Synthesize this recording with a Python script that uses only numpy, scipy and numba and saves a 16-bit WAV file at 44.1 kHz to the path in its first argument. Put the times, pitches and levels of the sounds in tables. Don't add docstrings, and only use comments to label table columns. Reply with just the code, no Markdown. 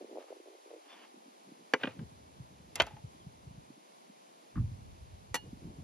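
import sys
import numpy as np
from scipy import signal
from scipy.fft import rfft, irfft
from scipy.io import wavfile
from numba import njit

SR = 44100
rng = np.random.default_rng(int(sys.argv[2]) if len(sys.argv) > 2 else 0)


def dump_mix(stems):
    frames = np.atleast_2d(stems).T
    limited = np.clip(frames, -1, 1)
    pcm = np.round(limited * 32767).astype(np.int16)
    wavfile.write(sys.argv[1], SR, pcm)


N = 257103
TIME = np.arange(N) / SR

# time in
# seconds, relative peak in dB, pitch in Hz.
BUMPS = [(0.866, -55, 300), (0.96, -53, 260), (1.069, -55, 340), (1.142, -46, 316), (1.177, -52, 269),
         (1.26, -48, 260), (1.28, -47, 263), (1.472, -49, 202), (1.49, -46, 280), (1.519, -41, 265),
         (1.593, -50, 300), (1.609, -49, 300), (1.62, -52, 240), (1.845, -32.5, 240), (1.874, -31.5, 240),
         (1.992, -33, 164), (2.027, -33.5, 164), (2.119, -46.5, 185.7), (2.204, -48.5, 214),
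         (2.404, -34.5, 129.6), (2.939, -38, 127.6), (3.044, -34, 131.2), (3.269, -37, 157.3),
         (3.473, -36.5, 120.6), (3.51, -41, 149), (3.581, -39.5, 152.5), (3.704, -41, 261.2),
         (3.777, -47, 271), (4.098, -45, 219), (5.021, -42.5, 75.4), (5.135, -42, 84), (5.314, -39, 91),
         (5.532, -33, 227.7), (5.574, -46, 230), (5.655, -32.5, 169.3), (5.673, -37, 170),
         (5.789, -37, 149)]


def potatoes():
    # time in seconds, relative peak in dB, pitch in Hz.
    landings = [(0.012, -40, 520), (0.017, -41, 470), (0.024, -39, 350), (0.045, -37.5, 400),
                (0.096, -45, 380), (0.113, -41, 440), (0.127, -40.5, 320), (0.137, -43, 480),
                (0.149, -43, 330), (0.157, -38, 600), (0.163, -37, 480), (0.173, -32, 600),
                (0.184, -31, 500), (0.193, -39, 460), (0.206, -45, 560), (0.216, -44, 520),
                (0.242, -45, 540), (0.305, -38, 430), (0.319, -40, 520), (0.327, -34, 530),
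                (0.367, -43, 400), (0.401, -40, 360), (0.459, -46.5, 480), (0.474, -43, 480),
                (0.484, -44, 470), (0.531, -47, 460), (0.551, -45, 460), (0.586, -51, 430),
                (0.66, -45, 370), (0.675, -49, 420), (0.706, -45, 500), (0.714, -38, 490), (0.73, -44, 460),
                (0.738, -38, 480), (0.746, -45, 480), (0.765, -42, 410)]
    # start and length in seconds, relative level in dB.
    tumbles = [(0.005, 0.0286, -52.5), (0.09, 0.046, -55.5), (0.155, 0.0622, -52), (0.305, 0.0293, -55),
               (0.465, 0.078, -57.5), (0.7, 0.06, -55)]
    slips = [(0.196, 0.025, -62.5), (0.28, 0.016, -64), (0.68, 0.05, -71)]
    # frequency in Hz, relative level in dB.
    rub_colour = [(170, -15), (320, 9.5), (550, 4.5), (850, -8), (1300, -26), (2300, -16.5), (6000, -34.5)]
    slip_colour = [(500, 3), (1100, 2), (1700, -6), (2600, -5), (4000, -15), (7000, -23)]
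    thuds = from_db(-0.2) * soft_bumps(landings, cycles=0.85)
    rubbing = from_db(-4) * noise(rub_colour) * flicker(rate=170, depth_db=2.5)
    nudges = from_db(-6) * jostle(count=350, hz=429, spread_octaves=0.2, spread_db=3, cycles=0.91)
    wet_grain = noise(slip_colour) * flicker(rate=400, depth_db=3)
    slither = swells(slips, attack_s=0.02, release_s=0.05) * wet_grain
    return thuds + slither + swells(tumbles, attack_s=0.029, release_s=0.0688) * (rubbing + nudges)


def tray():
    # start in seconds, strength in dB, brightness in Hz.
    body_hits = [(1.73573, 1.2, 9000), (1.73801, -11.6, 2600), (1.74213, -6.6, 1500), (1.7519, -19.9, 1300),
                 (1.8338, -10, 3300), (1.8405, -8, 810), (1.8535, -23, 2500), (1.8712, -12, 1300),
                 (1.9905, -33, 5000)]
    rim_hits = [(1.834, -2.5, 4000), (1.8368, -6, 3500), (1.8538, -8, 5000), (1.8728, -6, 3000)]
    # frequency in Hz, relative level in dB, seconds to fade by 60 dB.
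    body_modes = [(256, -33, 0.1), (318, -38, 0.08), (425, -29.5, 0.065), (515, -25.5, 0.075),
                  (581, -36, 0.06), (877, -36, 0.06), (970, -37, 0.05), (1061, -34, 0.055),
                  (1427, -26.5, 0.04), (1595, -20, 0.047), (1755, -30, 0.045), (1927, -28, 0.05),
                  (2013, -35, 0.07), (2218, -33, 0.06), (2335, -32, 0.066), (2752, -31, 0.029),
                  (2864, -43, 0.09), (3001, -28, 0.03), (3453, -33, 0.028), (4447, -34, 0.033),
                  (4900, -37, 0.028), (6000, -48, 0.075), (6940, -42, 0.023)]
    rim_modes = [(1190, -36, 0.04), (2480, -42, 0.11), (2800, -32, 0.025), (3130, -34, 0.025),
                 (3500, -35, 0.022), (3780, -41, 0.02)]
    # frequency in Hz, relative level in dB.
    body_crack = [(120, -22), (300, -4), (1000, -1.5), (2200, -2), (3800, -14), (7000, -19.5), (11500, -25)]
    rim_crack = [(1200, -14), (2600, 0), (3700, -1), (4400, -14), (6000, -24)]
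    body = struck(body_hits, body_modes, body_crack,
                  crack_db=-20.5, crack_t60=0.043, damping=0.38, rise_s=0.0004, spread_db=0.6)
    rim = struck(rim_hits, rim_modes, rim_crack,
                 crack_db=-29, crack_t60=0.022, damping=0.2, rise_s=0.0005, spread_db=2.0)
    return body + rim


def knife():
    # start in seconds, strength in dB, brightness in Hz.
    blade_hits = [(2.7558, 2.3, 14000), (2.7635, -10, 5000), (2.8188, -2, 10000), (2.8655, -14, 10000)]
    handle_hits = [(2.7605, -28, 1700), (2.79939, -2.5, 11000), (2.8029, -2.3, 7000), (2.81821, -13, 2200),
                   (2.868, -28, 2000), (2.907, -41, 1200), (2.966, -38, 1900)]
    # frequency in Hz, relative level in dB, seconds to fade by 60 dB.
    blade_modes = [(1733, -53, 0.08), (2090, -43, 0.05), (2730, -46, 0.055), (4480, -42.5, 0.0314),
                   (5196, -46.5, 0.0254), (5950, -45, 0.029), (6785, -50, 0.066), (7275, -41, 0.026),
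                   (10550, -43, 0.016)]
    table_modes = [(282, -36, 0.09), (543, -32, 0.074), (676, -20, 0.095), (727, -27, 0.06),
                   (797, -35, 0.08), (990, -26, 0.085), (1285, -28, 0.08), (1435, -30, 0.045),
                   (1520, -23, 0.065), (1784, -29, 0.08), (1870, -28, 0.042), (2072, -27, 0.062),
                   (2191, -34, 0.05), (2350, -28, 0.05), (2542, -30, 0.048), (2707, -24, 0.045),
                   (3064, -22, 0.028), (3255, -20, 0.052), (4110, -29, 0.048), (4250, -37, 0.036),
                   (4610, -37, 0.05), (6405, -31, 0.025), (6560, -39, 0.033)]
    # frequency in Hz, relative level in dB.
    blade_crack = [(300, -17), (2000, -8), (5000, 0), (8500, -3), (11500, 0)]
    table_crack = [(100, -14), (280, -4), (550, -2), (1500, -1), (3200, 0.5), (4000, -9), (7000, -20),
                   (11500, -26)]
    # time in seconds, peak in dB.
    rocking = [(2.765, -49), (2.873, -44), (2.912, -50), (2.939, -58), (2.971, -50), (2.99, -58)]
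    rocking_hz = 850
    blade = struck(blade_hits, blade_modes, blade_crack,
                   crack_db=-30, crack_t60=0.045, damping=0.4, rise_s=0.0005, spread_db=1.5)
    handle = struck(handle_hits, table_modes, table_crack,
                    crack_db=-18.5, crack_t60=0.056, damping=0.27, rise_s=0.0004, spread_db=0.5)
    bounces = soft_bumps([(s, db, rocking_hz) for s, db in rocking], cycles=6.5)
    return blade + handle + bounces


def dull_knock():
    # start in seconds, strength in dB, brightness in Hz.
    hits = [(4.555, -6.5, 2500), (4.572, -5, 1300), (4.60, -3, 200), (4.668, -11, 130), (4.708, -11, 150),
            (4.78, -18, 150)]
    # frequency in Hz, relative level in dB, seconds to fade by 60 dB.
    modes = [(68.75, -43, 0.3), (92, -30, 0.166), (117, -26, 0.191), (205.6, -32, 0.11),
             (243.3, -31, 0.108), (300.5, -34, 0.096), (1225, -47, 0.11), (1813.5, -47.5, 0.055)]
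    # frequency in Hz, relative level in dB.
    thump = [(40, -7.5), (110, -3.5), (300, -19.5), (600, -39), (1200, -13), (2000, -27.5), (3500, -33.5),
             (9000, -70.5)]
    # time in seconds, relative peak in dB, pitch in Hz.
    press = [(4.579, -23.5, 139.6), (4.6, -22, 112.7), (4.623, -27.5, 120), (4.644, -24, 96.7)]
    shake = struck(hits, modes, thump,
                   crack_db=-35.5, crack_t60=0.114, damping=0.22, rise_s=0.00284, spread_db=2.37)
    return shake + from_db(-1) * soft_bumps(press, cycles=0.874)


def bottle_cap():
    # start in seconds, strength in dB, brightness in Hz.
    hits = [(5.34275, 0.7, 12000), (5.34525, -7.6, 9100), (5.35317, -1.6, 11900), (5.35979, -15.6, 7020)]
    # frequency in Hz, relative level in dB, seconds to fade by 60 dB.
    modes = [(264, -43, 0.079), (522, -33.5, 0.074), (720, -37, 0.06), (850, -42, 0.111),
             (946, -33.5, 0.066), (1273, -37, 0.041), (1722, -43, 0.098), (1927, -31, 0.042),
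             (2330, -39, 0.03), (2872, -46, 0.196), (3550, -47, 0.047), (4290, -44.5, 0.12),
             (5978, -37, 0.059), (6520, -40, 0.051), (7900, -34, 0.035), (10700, -40, 0.045)]
    # frequency in Hz, relative level in dB.
    click = [(150, -12), (700, -6), (2200, -1), (4000, -8), (8000, -5.5), (11500, -6)]
    return struck(hits, modes, click,
                  crack_db=-29.5, crack_t60=0.072, damping=0.15, rise_s=0.0007, spread_db=0.6)


def sliding():
    # start and length in seconds, level in dB.
    slides = [(1.76, 0.025, -60), (1.806, 0.024, -51), (1.83, 0.035, -53), (1.885, 0.015, -57),
              (2.765, 0.02, -53.5), (2.788, 0.047, -49), (2.87, 0.02, -59)]
    # frequency in Hz, relative level in dB.
    colour = [(150, -4.5), (500, 1.5), (1500, -3), (2600, -2), (3800, -9.5), (5500, -21), (11000, -27.5)]
    return swells(slides, attack_s=0.017, release_s=0.08) * noise(colour) * flicker(rate=310, depth_db=2)


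def swish():
    # start and length in seconds, level in dB.
    swishes = [(0.855, 0.04, -66), (0.905, 0.045, -59.5), (0.97, 0.08, -61)]
    # frequency in Hz, relative level in dB.
    colour = [(300, -3), (500, -5), (830, 2), (1400, -4), (2400, -3), (3300, -4), (3800, -16), (4600, -12),
              (7000, -24)]
    return swells(swishes, attack_s=0.04, release_s=0.05) * noise(colour) * flicker(rate=350, depth_db=3)


def squeaks():
    # start and length in seconds, peak in dB, first, middle and last pitch in Hz.
    glides = [(0.875, 0.095, -60.5, 3280, 3480, 3150), (0.98, 0.08, -65, 3150, 2900, 2550),
              (3.185, 0.06, -69, 3750, 3250, 2950)]
    out = np.zeros(N)
    for s, length, db, *arc_hz in glides:
        progress = np.linspace(0, 1, int(length * SR))
        arc = np.polyval(np.polyfit([0, .5, 1], arc_hz, 2), progress)
        hz = arc * flicker(rate=700, depth_db=0.22)[:len(progress)]
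        add(out, s, from_db(db) * np.sin(np.pi * progress) * np.sin(2 * np.pi * np.cumsum(hz) / SR))
    return out


def handling():
    # start and length in seconds, relative level in dB.
    moves = [(0.93, 0.035, -65), (1.16, 0.04, -65), (1.255, 0.03, -64), (1.47, 0.0516, -60),
             (1.585, 0.04, -63), (1.98, 0.0474, -47), (2.1, 1.608, -65.5), (5.44, 0.043, -51),
             (5.625, 0.085, -50), (5.77, 0.067, -52.5)]
    # frequency in Hz, relative level in dB.
    colour = [(90, 3), (160, -4), (280, -2.5), (450, -12), (800, -26.5), (2000, -41.5)]
    rustle = from_db(-1.5) * noise(colour) * flicker(rate=100, depth_db=1)
    brushes = from_db(-3) * jostle(count=120, hz=178.7, spread_octaves=0.341, spread_db=3, cycles=1.111)
    cloth = swells(moves, attack_s=0.039, release_s=0.0473) * (rustle + brushes)
    return from_db(-2.5) * soft_bumps(BUMPS, cycles=1.066) + cloth


def air():
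    # start and length in seconds, relative level in dB, seconds to fade by 20 dB.
    stirs = [(1.852, 0.029, -55, 0.02), (1.899, 1.724, -58.5, 0.01), (2.808, 0.0127, -39.5, 0.035),
             (4.569, 0.0367, -36, 0.3029), (4.8, 1.04, -54.5, 1.86)]
    # frequency in Hz, relative level in dB.
    colour = [(25, -11), (55, 5.5), (110, 5.5), (200, -4.5), (400, -23.5), (800, -59.5)]
    puff_s, puff_db = 0.0126, -15
    gusts = sum(swells([(s, length, db)], attack_s=0.0326, release_s=fade_s)
                for s, length, db, fade_s in stirs)
    puffs = swells([(s, puff_s, db + puff_db) for s, db, _ in BUMPS], attack_s=0.049, release_s=0.06)
    rumble = stereo(from_db(-6.5) * noise(colour), from_db(-10.5) * noise(colour))
    return np.hypot(gusts, puffs) * rumble


def background_hiss():
    # frequency in Hz, relative level in dB.
    mid_colour = [(120, -10), (230, -2), (400, -4), (750, -8), (1000, -11.5), (1300, -18.5), (1700, -16.5),
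                  (2300, -12.8), (3300, -16.5), (4700, -16), (5700, -19), (6800, -20), (8500, -34),
                  (10800, -21), (12000, -27)]
    side_colour = [(120, -12), (300, -4.5), (700, 3), (1100, -1), (1600, -12), (2300, -22.5), (3200, -13.5),
                   (4700, -19.5), (8500, -14), (11000, -17.5), (12000, -28.5)]
    mid = from_db(-64.5) * noise(mid_colour) * flicker(rate=14, depth_db=0.45)
    side = from_db(-60.5) * noise(side_colour) * flicker(rate=9, depth_db=0.6)
    return stereo(mid, side)


def scattered(x, db, t60):
    # frequency in Hz, relative level in dB.
    colour = [(80, -10), (400, -2), (1000, -5), (3000, 5), (12000, 2.5)]
    t = TIME[:SR // 8]
    echoes = noise(colour, size=len(t)) * from_db(-60 * t / t60)
    side = signal.fftconvolve(x, echoes / np.linalg.norm(echoes))[:N]
    return stereo(0, from_db(db) * side)


def ports(x):
    # frequency in Hz, lead of the left in radians.
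    phase = [(100, 0.35), (1800, 0.4), (3500, 0.9), (5200, 0.7), (5800, -0.8), (6500, -1.2), (7500, -2.3),
             (9000, -3.4), (10300, -4.6), (12200, -5.7)]
    # frequency in Hz, left over right in dB.
    balance = [(100, -0.5), (1200, 0.3), (2500, 1.3), (4500, 3.5), (8000, -1.5), (12000, 0)]
    hz = np.fft.rfftfreq(N, 1 / SR)
    half = from_db(at_hz(balance, hz) / 2) * np.exp(.5j * at_hz(phase, hz))
    return irfft(rfft(x) * np.array([half, 1 / half]), N)


def struck(hits, modes, crack, crack_db, crack_t60, damping, rise_s, spread_db):
    out, t = np.zeros(N), TIME[:16384]
    hz, db, t60 = np.transpose(modes)[:, :, None]
    rings = from_db(db - 60 * t / t60) * np.sin(2 * np.pi * hz * t)
    for s, strength_db, bright_hz in hits:
        strengths = from_db(spread_db * rng.standard_normal(len(modes))) * (-1) ** np.arange(len(modes))
        blow = strengths @ rings + from_db(crack_db) * dying_burst(crack, t, crack_t60, damping)
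        add(out, s, from_db(strength_db) * lowpass(blow * (1 - np.exp(-t / rise_s)), bright_hz))
    return out


def dying_burst(colour, t, t60, damping):
    octaves = 125 * 2.0 ** np.arange(8)
    place = np.log2(np.clip(np.fft.rfftfreq(len(t), 1 / SR), octaves[0], octaves[-1]))
    shares = np.maximum(1 - abs(place - np.log2(octaves)[:, None]), 0)
    bands = irfft(rfft(noise(colour, size=len(t))) * shares, len(t))
    band_t60 = t60 * (octaves[:, None] / 1000) ** -damping
    return np.sum(bands * from_db(-60 * t / band_t60), axis=0)


def soft_bumps(rows, cycles):
    out, t = np.zeros(N), TIME[:SR // 4]
    for s, db, hz in rows:
        swell = cycles / hz
        shape = (t / swell * np.exp(1 - t / swell)) ** 3
        add(out, s - swell, from_db(db) * shape * np.sin(2 * np.pi * (hz * t + rng.random())))
    return out


def jostle(count, hz, spread_octaves, spread_db, cycles):
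    strength, pitch = rng.standard_normal((count, 2)).T
    moments = (np.arange(count) + rng.random(count)) * TIME[-1] / count
    contacts = zip(moments, spread_db * strength, hz * 2 ** (spread_octaves * pitch))
    return rms_one(soft_bumps(contacts, cycles))


def swells(rows, attack_s, release_s):
    power = np.zeros(N)
    for s, length, db in rows:
        outside = np.maximum(s - TIME, 0) / attack_s + np.maximum(TIME - s - length, 0) / release_s
        power += from_db(db - 20 * np.minimum(outside, 10)) ** 2
    return np.sqrt(power)


def noise(colour, size=N):
    hz = np.fft.rfftfreq(size, 1 / SR)
    ends = np.minimum(hz / colour[0][0], 1) ** 2 / np.maximum(hz / colour[-1][0], 1) ** 2
    return rms_one(irfft(rfft(rng.standard_normal(size)) * from_db(at_hz(colour, hz)) * ends, size))


def flicker(rate, depth_db):
    steps = rng.standard_normal(8192)
    return from_db(depth_db * np.interp(TIME * rate, np.arange(len(steps)), steps))


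def lowpass(x, hz):
    return signal.sosfilt(signal.butter(2, min(hz, .45 * SR), fs=SR, output="sos"), x)


@njit
def low_cut(x, step, dampings):
    out = x.copy()
    for damping in dampings:
        low, band = 0.0, 0.0
        for i in range(len(out)):
            low += step[i] * band
            out[i] -= low + damping * band
            band += step[i] * out[i]
    return out


def from_db(db):
    return 10 ** (np.asarray(db) / 20)


def rms_one(x):
    return x / np.sqrt(np.mean(x ** 2) + 1e-20)


def at_hz(points, hz):
    freqs, values = np.transpose(points)
    return np.interp(np.log(np.maximum(hz, 1)), np.log(freqs), values)


def add(track, s, sound):
    start = min(max(round(s * SR), 0), N)
    track[start:start + len(sound)] += sound[:N - start]


def stereo(mid, side):
    return np.array([mid + side, mid - side])


def scene():
    gear = (potatoes() + swish() + squeaks() + tray() + knife() + sliding()
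            + bottle_cap() + dull_knock() + handling())
    return ports(gear) + scattered(gear, db=-14.5, t60=0.0304) + air() + background_hiss()


def record(dry):
    # time in seconds, low-cut corner in Hz.
    low_edge = [(0, 186), (0.25, 295), (0.8, 292.5), (1.0, 198), (1.74, 149.4), (1.85, 110), (2.05, 62),
                (3.66, 44.6), (3.76, 157.7), (4.48, 130), (4.55, 34.4)]
    top_hz = 12100
    step = 2 * np.pi * np.interp(TIME, *np.transpose(low_edge)) / SR
    dampings = 2 * np.cos(np.pi * np.array([1, 3, 5, 7]) / 16)
    thinned = np.array([low_cut(channel, step, dampings) for channel in dry])
    return signal.sosfilt(signal.ellip(10, .1, 80, top_hz, fs=SR, output="sos"), thinned)


dry = scene()
out = record(dry)
dump_mix(out)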